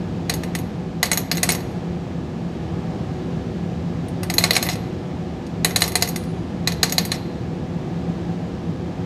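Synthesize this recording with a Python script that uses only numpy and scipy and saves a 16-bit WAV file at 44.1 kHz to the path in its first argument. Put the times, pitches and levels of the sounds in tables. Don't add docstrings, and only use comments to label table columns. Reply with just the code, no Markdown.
import sys
import numpy as np
from scipy import signal
from scipy.fft import rfft, irfft
from scipy.io import wavfile
from scipy.ndimage import uniform_filter1d, minimum_filter1d

SR = 44100
rng = np.random.default_rng(int(sys.argv[2]) if len(sys.argv) > 2 else 0)


def master_out(mix):
    frames = np.transpose(np.atleast_2d(mix))
    ceiling = np.clip(frames, -1, 1)
    pcm = np.round(ceiling * 32767).astype(np.int16)
    wavfile.write(sys.argv[1], SR, pcm)


N = 399105
RING_SIZE = 24000


def undb(db):
    return 10 ** (np.asarray(db) / 20)


def gains(points, hz):
    f, db = np.transpose(points)
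    return undb(np.interp(np.log(hz + 1), np.log(f), db))


def colour(x, points):
    size = 2 * len(x)
    cepstrum = irfft(np.log(gains(points, np.fft.rfftfreq(size, 1 / SR))))
    cepstrum[1:len(x)] *= 2
    cepstrum[len(x) + 1:] = 0
    response = np.exp(rfft(cepstrum))
    return irfft(rfft(x, size) * response)[:len(x)]


def fade(t, t60):
    return np.exp(-np.log(1000) * t / t60)


def add(track, sound, at):
    start = int(at * SR)
    track[start:start + len(sound)] += sound[:N - start]


def ventilation(swell_db=0.5):
    # f/Hz, level/dB per Hz
    air_points = [(18, -98), (27, -72), (42, -68.5), (80, -52), (200, -52), (290, -58), (430, -70),
                  (620, -65.5), (900, -72), (1400, -80.5), (2300, -82), (4000, -86.5), (7000, -95),
                  (10500, -108), (15000, -113)]
    # f/Hz, width/Hz, level/dB per Hz
    resonances = [(100.9, 1.9, -46.5), (260, 9.5, -52.5), (337.3, 27, -54.5), (366.5, 9.5, -52),
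                  (394, 19, -58), (464, 22, -59.5), (493, 14.4, -58), (514, 13, -62), (752.6, 12.6, -60),
                  (794, 16, -68.5), (843, 15, -66.5), (1218, 180, -78.5), (1693, 136, -78.5)]
    hz = np.fft.rfftfreq(N, 1 / SR)
    power = gains(air_points, hz) ** 2
    for centre, width, db in resonances:
        power = power + undb(db) ** 2 / (1 + ((hz - centre) / width) ** 2 * 2) ** 2
    air = irfft(rfft(rng.standard_normal(N)) * np.sqrt(power * SR / 2), N)
    flow = signal.resample(rng.standard_normal(size=18), N)
    return air * undb(swell_db * flow)


def drone(centre_hz=170.2, width_hz=9, level_db=-30):
    hz = np.fft.fftfreq(N, 1 / SR)
    resonance = 1 / (1 + ((hz - centre_hz) / width_hz) ** 2)
    ring = np.fft.ifft(np.fft.fft(rng.standard_normal(N)) * resonance).real
    return undb(level_db) * ring / np.std(ring)


def room(x, wet_db=-23, low_t60=0.95, high_t60=0.34, split_hz=4500, build_s=0.011, treble_db=-15):
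    t = np.arange(SR) / SR
    low_pass = signal.butter(2, split_hz, fs=SR, output="sos")
    high_pass = signal.butter(2, split_hz, "high", fs=SR, output="sos")
    low = signal.sosfilt(low_pass, rng.standard_normal(SR))
    high = signal.sosfilt(high_pass, rng.standard_normal(SR))
    tail = low * fade(t, low_t60) + undb(treble_db) * high * fade(t, high_t60)
    tail = tail * (1 - np.exp(-t / build_s))
    tail = tail / np.sqrt(np.sum(tail ** 2))
    return undb(wet_db) * signal.fftconvolve(x, tail)[:N]


def squeaks(rise_s=0.0017):
    # t/s, f/Hz, level/dB, t60/s
    squeak_notes = [(1.116, 2220, -22, .05), (1.491, 2195, -11.5, 0.063), (1.502, 4292, -18, 0.048)]
    t = np.arange(RING_SIZE) / SR
    out = np.zeros(N)
    for at, hz, db, t60 in squeak_notes:
        envelope = (1 - np.exp(-t / rise_s)) * fade(t, t60)
        add(out, undb(db) * np.sin(2 * np.pi * hz * t) * envelope, at)
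    return out


def drag(grains_per_s=550, spread_db=2.0, treble_db=-6, ring_length=0.7, light=0.3, spot_count=4):
    # start/s, end/s, relative level/dB
    drag_times = [(1.485, 1.55, -29), (4.39, 4.492, -35), (4.53, 4.587, -25), (4.603, 4.68, -38),
                  (4.677, 4.753, -33.5), (5.804, 5.9, -32.5), (7.11, 7.17, -36.5)]
    t = np.arange(N) / SR
    pressure = np.zeros(N)
    for start, end, db in drag_times:
        arch = np.sin(np.pi * np.clip((t - start) / (end - start), 0, 1))
        pressure += undb(db) * arch.clip(0) ** .5
    chatter = np.zeros(N)
    for _ in range(spot_count):
        happens = rng.random(N) < grains_per_s / spot_count / SR
        slips = happens * undb(spread_db * rng.standard_normal(N))
        chatter += signal.oaconvolve(slips, clink(ring_length, light, clank_hz=2100))[:N]
    chatter = colour(chatter, [(700, 1), (2800, 3), (4100, -6.5), (5400, 10), (6600, -5.5),
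                               (8000, 1.5), (11000, treble_db)])
    return pressure * chatter / np.std(chatter)


def thud(level_db=-8, low_hz=240, high_hz=880, t60=0.61, rise_s=0.0011):
    t = np.arange(RING_SIZE) / SR
    band = signal.butter(2, [low_hz, high_hz], "band", fs=SR, output="sos")
    flex = signal.sosfilt(band, rng.standard_normal(RING_SIZE))
    return undb(level_db) * flex * fade(t, t60) * (1 - np.exp(-t / rise_s))


def after_ring(light, light_db=-1.0, scatter_db=5.0, detune=0.0011, waver=0.0013, slosh_hz=28):
    # f/Hz, relative level/dB, t60/s
    glass_modes = [(4145, -37, .3), (4472, -29.5, 0.32), (6565, -36, 0.26), (7947, -33.5, .3),
                   (9420, -36.5, 0.59), (11265, -36.5, .3), (11650, -30, 0.47), (13322, -34, .34)]
    t = np.arange(RING_SIZE) / SR
    hz, db, t60 = np.transpose(glass_modes)[:, :, None]
    spot, slosh, pace = rng.standard_normal((3, len(hz), 1))
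    wobble = np.sin(2 * np.pi * (slosh_hz * np.exp(pace[0] / 2) * t + pace[1]))
    bend = detune * slosh + waver * wobble
    swing = np.sin(2 * np.pi * hz * np.cumsum(1 + bend, axis=1) / SR)
    gain = undb(light * light_db + db + scatter_db * spot)
    return np.sum(gain * fade(t, t60) * swing, axis=0)


def clink(length, light, clank_hz, modes_db=-7, scatter_db=2.5, detune=0.0011, crack_db=-10, crack_t60=0.034,
          sheet_db=-18, sheet_t60=0.28, light_db=-3.0, damping_db=-3, top_damping_db=-10):
    # f/Hz, relative level in a hard knock/dB,
    # t60 before the length factor/s, extra level in a light tap/dB
    clear_modes = [(464.7, -10.5, 0.17, 2), (720, -2.5, 0.079, 0), (786, -15.5, 0.1, -4),
                   (893, -15, 0.12, 3), (983, -27.5, 0.049, 5), (1116, -12.5, 0.13, -5.5),
                   (1195, -11, 0.059, 2), (1624, -5, 0.023, -3.5), (1798, -4, 0.074, -3.5),
                   (2002, -2.5, 0.056, 1), (2122, -5.5, .04, -2), (2468, -4.5, 0.062, -3),
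                   (2610, -7, 0.03, 3), (2670, -11.5, .06, -0.5), (2893, -8.5, 0.06, 2),
                   (3400, -14.5, .09, 4), (3650, -2.5, 0.027, 4.5), (3986, 7.5, 0.045, -8),
                   (4115, 14.5, 0.026, -10.5), (4190, -0.5, 0.09, -7.5), (4350, -4.5, .04, -4.5),
                   (4460, -6, 0.11, -7), (4550, -6, 0.037, -2), (4670, -2, 0.07, -4),
                   (4920, -1.5, 0.031, -3), (5100, -6.5, 0.056, 1.5), (5635, -4, 0.055, 4),
                   (6557, 4, 0.071, 0.5), (6636, -3.5, 0.08, 1), (6990, 2.5, 0.05, -7.5),
                   (7440, -4, .035, -8.5), (7930, -2, 0.086, -5), (8300, -14.5, 0.11, 4),
                   (8600, -9, 0.12, 1), (8990, -11, 0.06, -1), (9404, 4.5, 0.06, -4.5),
                   (10220, 1, 0.031, -8), (10600, 1, 0.022, -11.5), (11000, -4.5, .04, -8),
                   (11200, -9.5, 0.12, 9.5), (11800, -4, .025, -3.5), (11860, -9.5, 0.12, 9),
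                   (12480, -8, .035, -4.5), (13150, -3, .03, -3), (13230, -3.5, 0.076, 6),
                   (13900, -5, .025, -1.5), (14490, -3.5, 0.041, -12.5)]
    # f/Hz, relative level/dB
    sheet_points = [(150, -3.5), (400, 0), (660, 7.5), (1000, 0.5), (1400, 6), (2100, 11.5), (2700, 10),
                    (3200, 9), (4200, 16), (4800, 7), (6000, 10.5), (9000, 7), (11500, 13.5), (12400, -7),
                    (13200, 10.5), (14500, 0.5)]
    main_mode_db, main_share = 1, 0.67
    tap_modes_db = -1.5
    t = np.arange(RING_SIZE) / SR
    clank = (clank_hz, 2.0, 0.044, -5)
    hz, db, t60, tap_db = np.transpose(list(clear_modes) + [clank])[:, :, None]
    spot, grip, side = rng.standard_normal((3, len(hz), 1))
    spot = spot * np.where(db > main_mode_db, main_share, 1)
    early = t[:RING_SIZE // 2]
    swing = np.sign(side) * np.sin(2 * np.pi * hz * (1 + detune * grip) * early)
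    gain = undb(db + light * (tap_db + tap_modes_db) + scatter_db * spot)
    modes = np.sum(gain * fade(early, t60 * length) * swing, axis=0)
    modes = np.pad(modes, (0, RING_SIZE - len(early)))
    noise = rng.standard_normal(RING_SIZE)
    crack = undb(crack_db) * fade(t, crack_t60 * length) * noise
    shiver = undb(sheet_db) * fade(t, sheet_t60 * length) * noise
    shiver = colour(shiver, [(4000, 0), (9000, damping_db), (13000, top_damping_db)])
    wash = colour(crack + shiver, sheet_points)
    return undb(modes_db) * modes + undb(light * light_db) * wash


def contact(db, clank_hz, clank_db, bite_db, ring_db, ping_db, sparkle_db, hard_db=-18, range_db=9, low_db=4,
            low_share=0.65, body_db=5, top_db=1.0, tap_top_db=-0.5, ring_length=0.82, press_s=0.00025):
    firm_db, halving_db = -16, 10.5
    light = np.clip((hard_db - db) / range_db, 0, 1)
    length = ring_length * 2 ** (-max(db - firm_db, 0) / halving_db)
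    low = low_db + low_share * clank_db
    top = top_db + sparkle_db + light * tap_top_db
    tilt = [(700, low), (2000, body_db + clank_db), (4100, 0), (4750, bite_db),
            (6600, ring_db), (9400, ping_db), (11300, top)]
    press = 1 - np.exp(-np.arange(RING_SIZE) / SR / press_s)
    ringing = clink(length, light, clank_hz) + after_ring(light) + thud()
    return undb(db) * colour(press * ringing, tilt)


def tube(level_db=2.5, wait_spread=0.26, rebound_spread_db=-1.0):
    # clank near 2 kHz/dB, bite near 4.7 kHz/dB, ring near 6.6 kHz/dB,
    # ping near 9.4 kHz/dB, sparkle above/dB
    knock_list = [(0.2962, -20, 1920, -0.5, 3, -3.5, -1, -6), (0.3384, -32, 2010, -2, 5, 6.5, 1.5, 6),
                  (0.4345, -30.5, 1990, 2.5, -3, -6, -2.5, -8), (0.5509, -25.5, 2000, 1, 2, -1.5, 0, -4),
                  (0.5874, -42, 2050, 5.5, -1, 8.5, -1, 7.5), (1.029, -18.5, 1980, 3.5, 6, 2, -1, 1.5),
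                  (1.056, -25, 2020, -8, 0.5, -3, -2, -8), (1.064, -30.5, 2020, 0, -6, -4, -6, -4),
                  (1.1153, -22, 2130, 7, 4, 5.5, 10.5, -3), (1.131, -24, 2150, -1.5, -2, 8, -11, 4),
                  (1.1736, -22, 1990, -1.5, -2, 6.5, -6, 6), (1.204, -45, 2020, 1, 1.5, -1, 0.5, 9.5),
                  (1.3143, -20.5, 2026, 1.5, 7, 0.5, -8, -0.5), (1.353, -37.5, 2090, -2, -0.5, 2, 3, 4),
                  (1.3709, -27.5, 2150, -6, -6, 3, -5, -1.5), (1.38, -25, 2090, -4.5, -8, -6, -3.5, -13),
                  (1.4308, -19.5, 2075, 3.5, 5.5, 3.5, 6, 3.5), (1.4903, -21, 2100, 5.5, 1, 0, 9, -4),
                  (1.503, -23.5, 2190, -5, 3, 4.5, 5, -3), (1.5195, -26, 1950, -6, -3, 7.5, -9, 5.5),
                  (1.5491, -30.5, 2070, 3, 5, 6, -3, 3), (1.605, -40.5, 2100, 5, 2, -2, -4, -7),
                  (4.083, -50.5, 2000, 0, 0, -4, 17, -1), (4.232, -34.5, 2020, 7.5, 11, -1, 7, 1),
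                  (4.2995, -24, 1930, 2.5, 5, 0, 0, -5.5), (4.3392, -33.5, 1990, 3, 4, 9, 2, 11),
                  (4.369, -43, 2050, 2, 3, -1, -1, 2), (4.382, -12.5, 1970, -7, -3, -0.5, -6, 0),
                  (4.409, -31.5, 2100, 4.5, -3, -9, -7.5, -5), (4.424, -34, 2100, -5, 0, -4.5, -5.5, 1),
                  (4.4388, -16.5, 2160, 3, 2, -1.5, 0, -3), (4.4905, -46, 2020, -4, 0, 1, 3, -8),
                  (4.5076, -12.5, 2040, -6.5, -4, -7.5, -12, -5.5),
                  (4.532, -23, 2100, -9.5, 1, -17, -5.5, -2), (4.5536, -24.5, 2160, -0.5, 6, 4, -1, -3),
                  (4.565, -18, 2250, 2, -2, -0.5, -3.5, -4.5), (4.6268, -23.5, 2020, 1, 1, 3, -3, 3.5),
                  (4.654, -35, 2110, 2, -3, -5, -4, -1), (4.6655, -31, 2050, 7, -2, -7, -6.5, 2),
                  (4.6883, -22.5, 2040, -0.5, -6, 1, -8, -8), (4.698, -27, 2100, -3, 7, 2, -10, -7),
                  (4.731, -31, 2110, -14, 0, -1, -10, -8), (4.742, -45, 2110, 2, 1, -4, -8, -9),
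                  (4.755, -36, 2000, 3, 5, -6, 2, -12), (5.466, -44, 2060, -3, 4, -3.5, -2.5, -13),
                  (5.6464, -16.5, 1870, 1, -3.5, 0.5, 2.5, 0), (5.693, -38, 2060, 0, 0, 1, -2.5, 3),
                  (5.708, -36.5, 2080, 4, 6, 5, -6, -3), (5.7603, -16, 2010, -3.5, 2, 0.5, 1, -1),
                  (5.8061, -29.5, 2080, -1, 8, 0, 3, 4), (5.8198, -17, 2050, -1, -3.5, -2, 2, -2),
                  (5.839, -23.5, 2140, -3, 5.5, 0, -5, -5), (5.8778, -33.5, 2140, 5, 5, 7, 7, 9),
                  (5.919, -36, 2100, 3, 5, 3, 3, 2), (5.9544, -18, 2020, 0.5, -0.5, -1.5, 4, -2),
                  (5.971, -35, 2050, -5, 4, 5, -5, -6), (6.011, -35, 2100, 0, 0, 4, -1, -3),
                  (6.023, -18, 2030, -2, 6.5, 0.5, -1, 0.5), (6.0749, -34.5, 2000, 2, -1, 6, -5, 6),
                  (6.088, -34, 2060, -3, 1, 9, 7, 8), (6.16, -27, 2110, 1, 2, 0, 2, -6),
                  (6.237, -45, 2050, -6, 4, -1, 2, -4), (6.6741, -18.5, 1990, -2, 0, -1, -8.5, -5),
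                  (6.72, -26.5, 2090, -6, 1, -2, -7, -7), (6.8305, -16, 2020, 1.5, 6, 3, -2.5, -2),
                  (6.8959, -32, 2120, -4, 10, 4, 4, -3), (6.9227, -25, 2050, -0.5, 1, 6.5, -1, 4),
                  (6.9814, -16, 2000, -4, 4.5, -3.5, -8.5, -2.5), (7.0512, -31.5, 2180, 2.5, 8, 4.5, 5, 5),
                  (7.1176, -20, 1980, -2.5, -2, -5.5, -5, -9), (7.159, -45, 2040, 9, 0, -2, -5, -11)]
    bounce_db = -24
    rebound_s, rebound_db = 0.027, -21.5
    out = np.zeros(N)
    chances = rng.standard_normal((len(knock_list), 2))
    for (at, db, *spot), (wait, strength) in zip(knock_list, chances):
        add(out, contact(db, *spot), at)
        if db > bounce_db:
            faint_db = db + rebound_db + rebound_spread_db * strength
            add(out, contact(faint_db, *spot), at + rebound_s * np.exp(wait_spread * wait))
    return undb(level_db) * out


def scene(side_db=-26):
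    knocks = tube() + drag() + squeaks()
    mid = knocks + room(knocks) + ventilation() + drone()
    side = undb(side_db) * room(knocks)
    return np.array([mid + side, mid - side])


def record(dry, ceiling=1.0, hold_s=0.0011, top_hz=14650):
    size = max(int(hold_s * SR), 2)
    allowed = np.minimum(1, ceiling / (np.abs(dry).max(axis=0) + 1e-9))
    limited = dry * uniform_filter1d(minimum_filter1d(allowed, size), size)
    top_cut = signal.ellip(8, .2, 70, top_hz, fs=SR, output="sos")
    return signal.sosfilt(top_cut, limited)


dry = scene()
out = record(dry)
master_out(out)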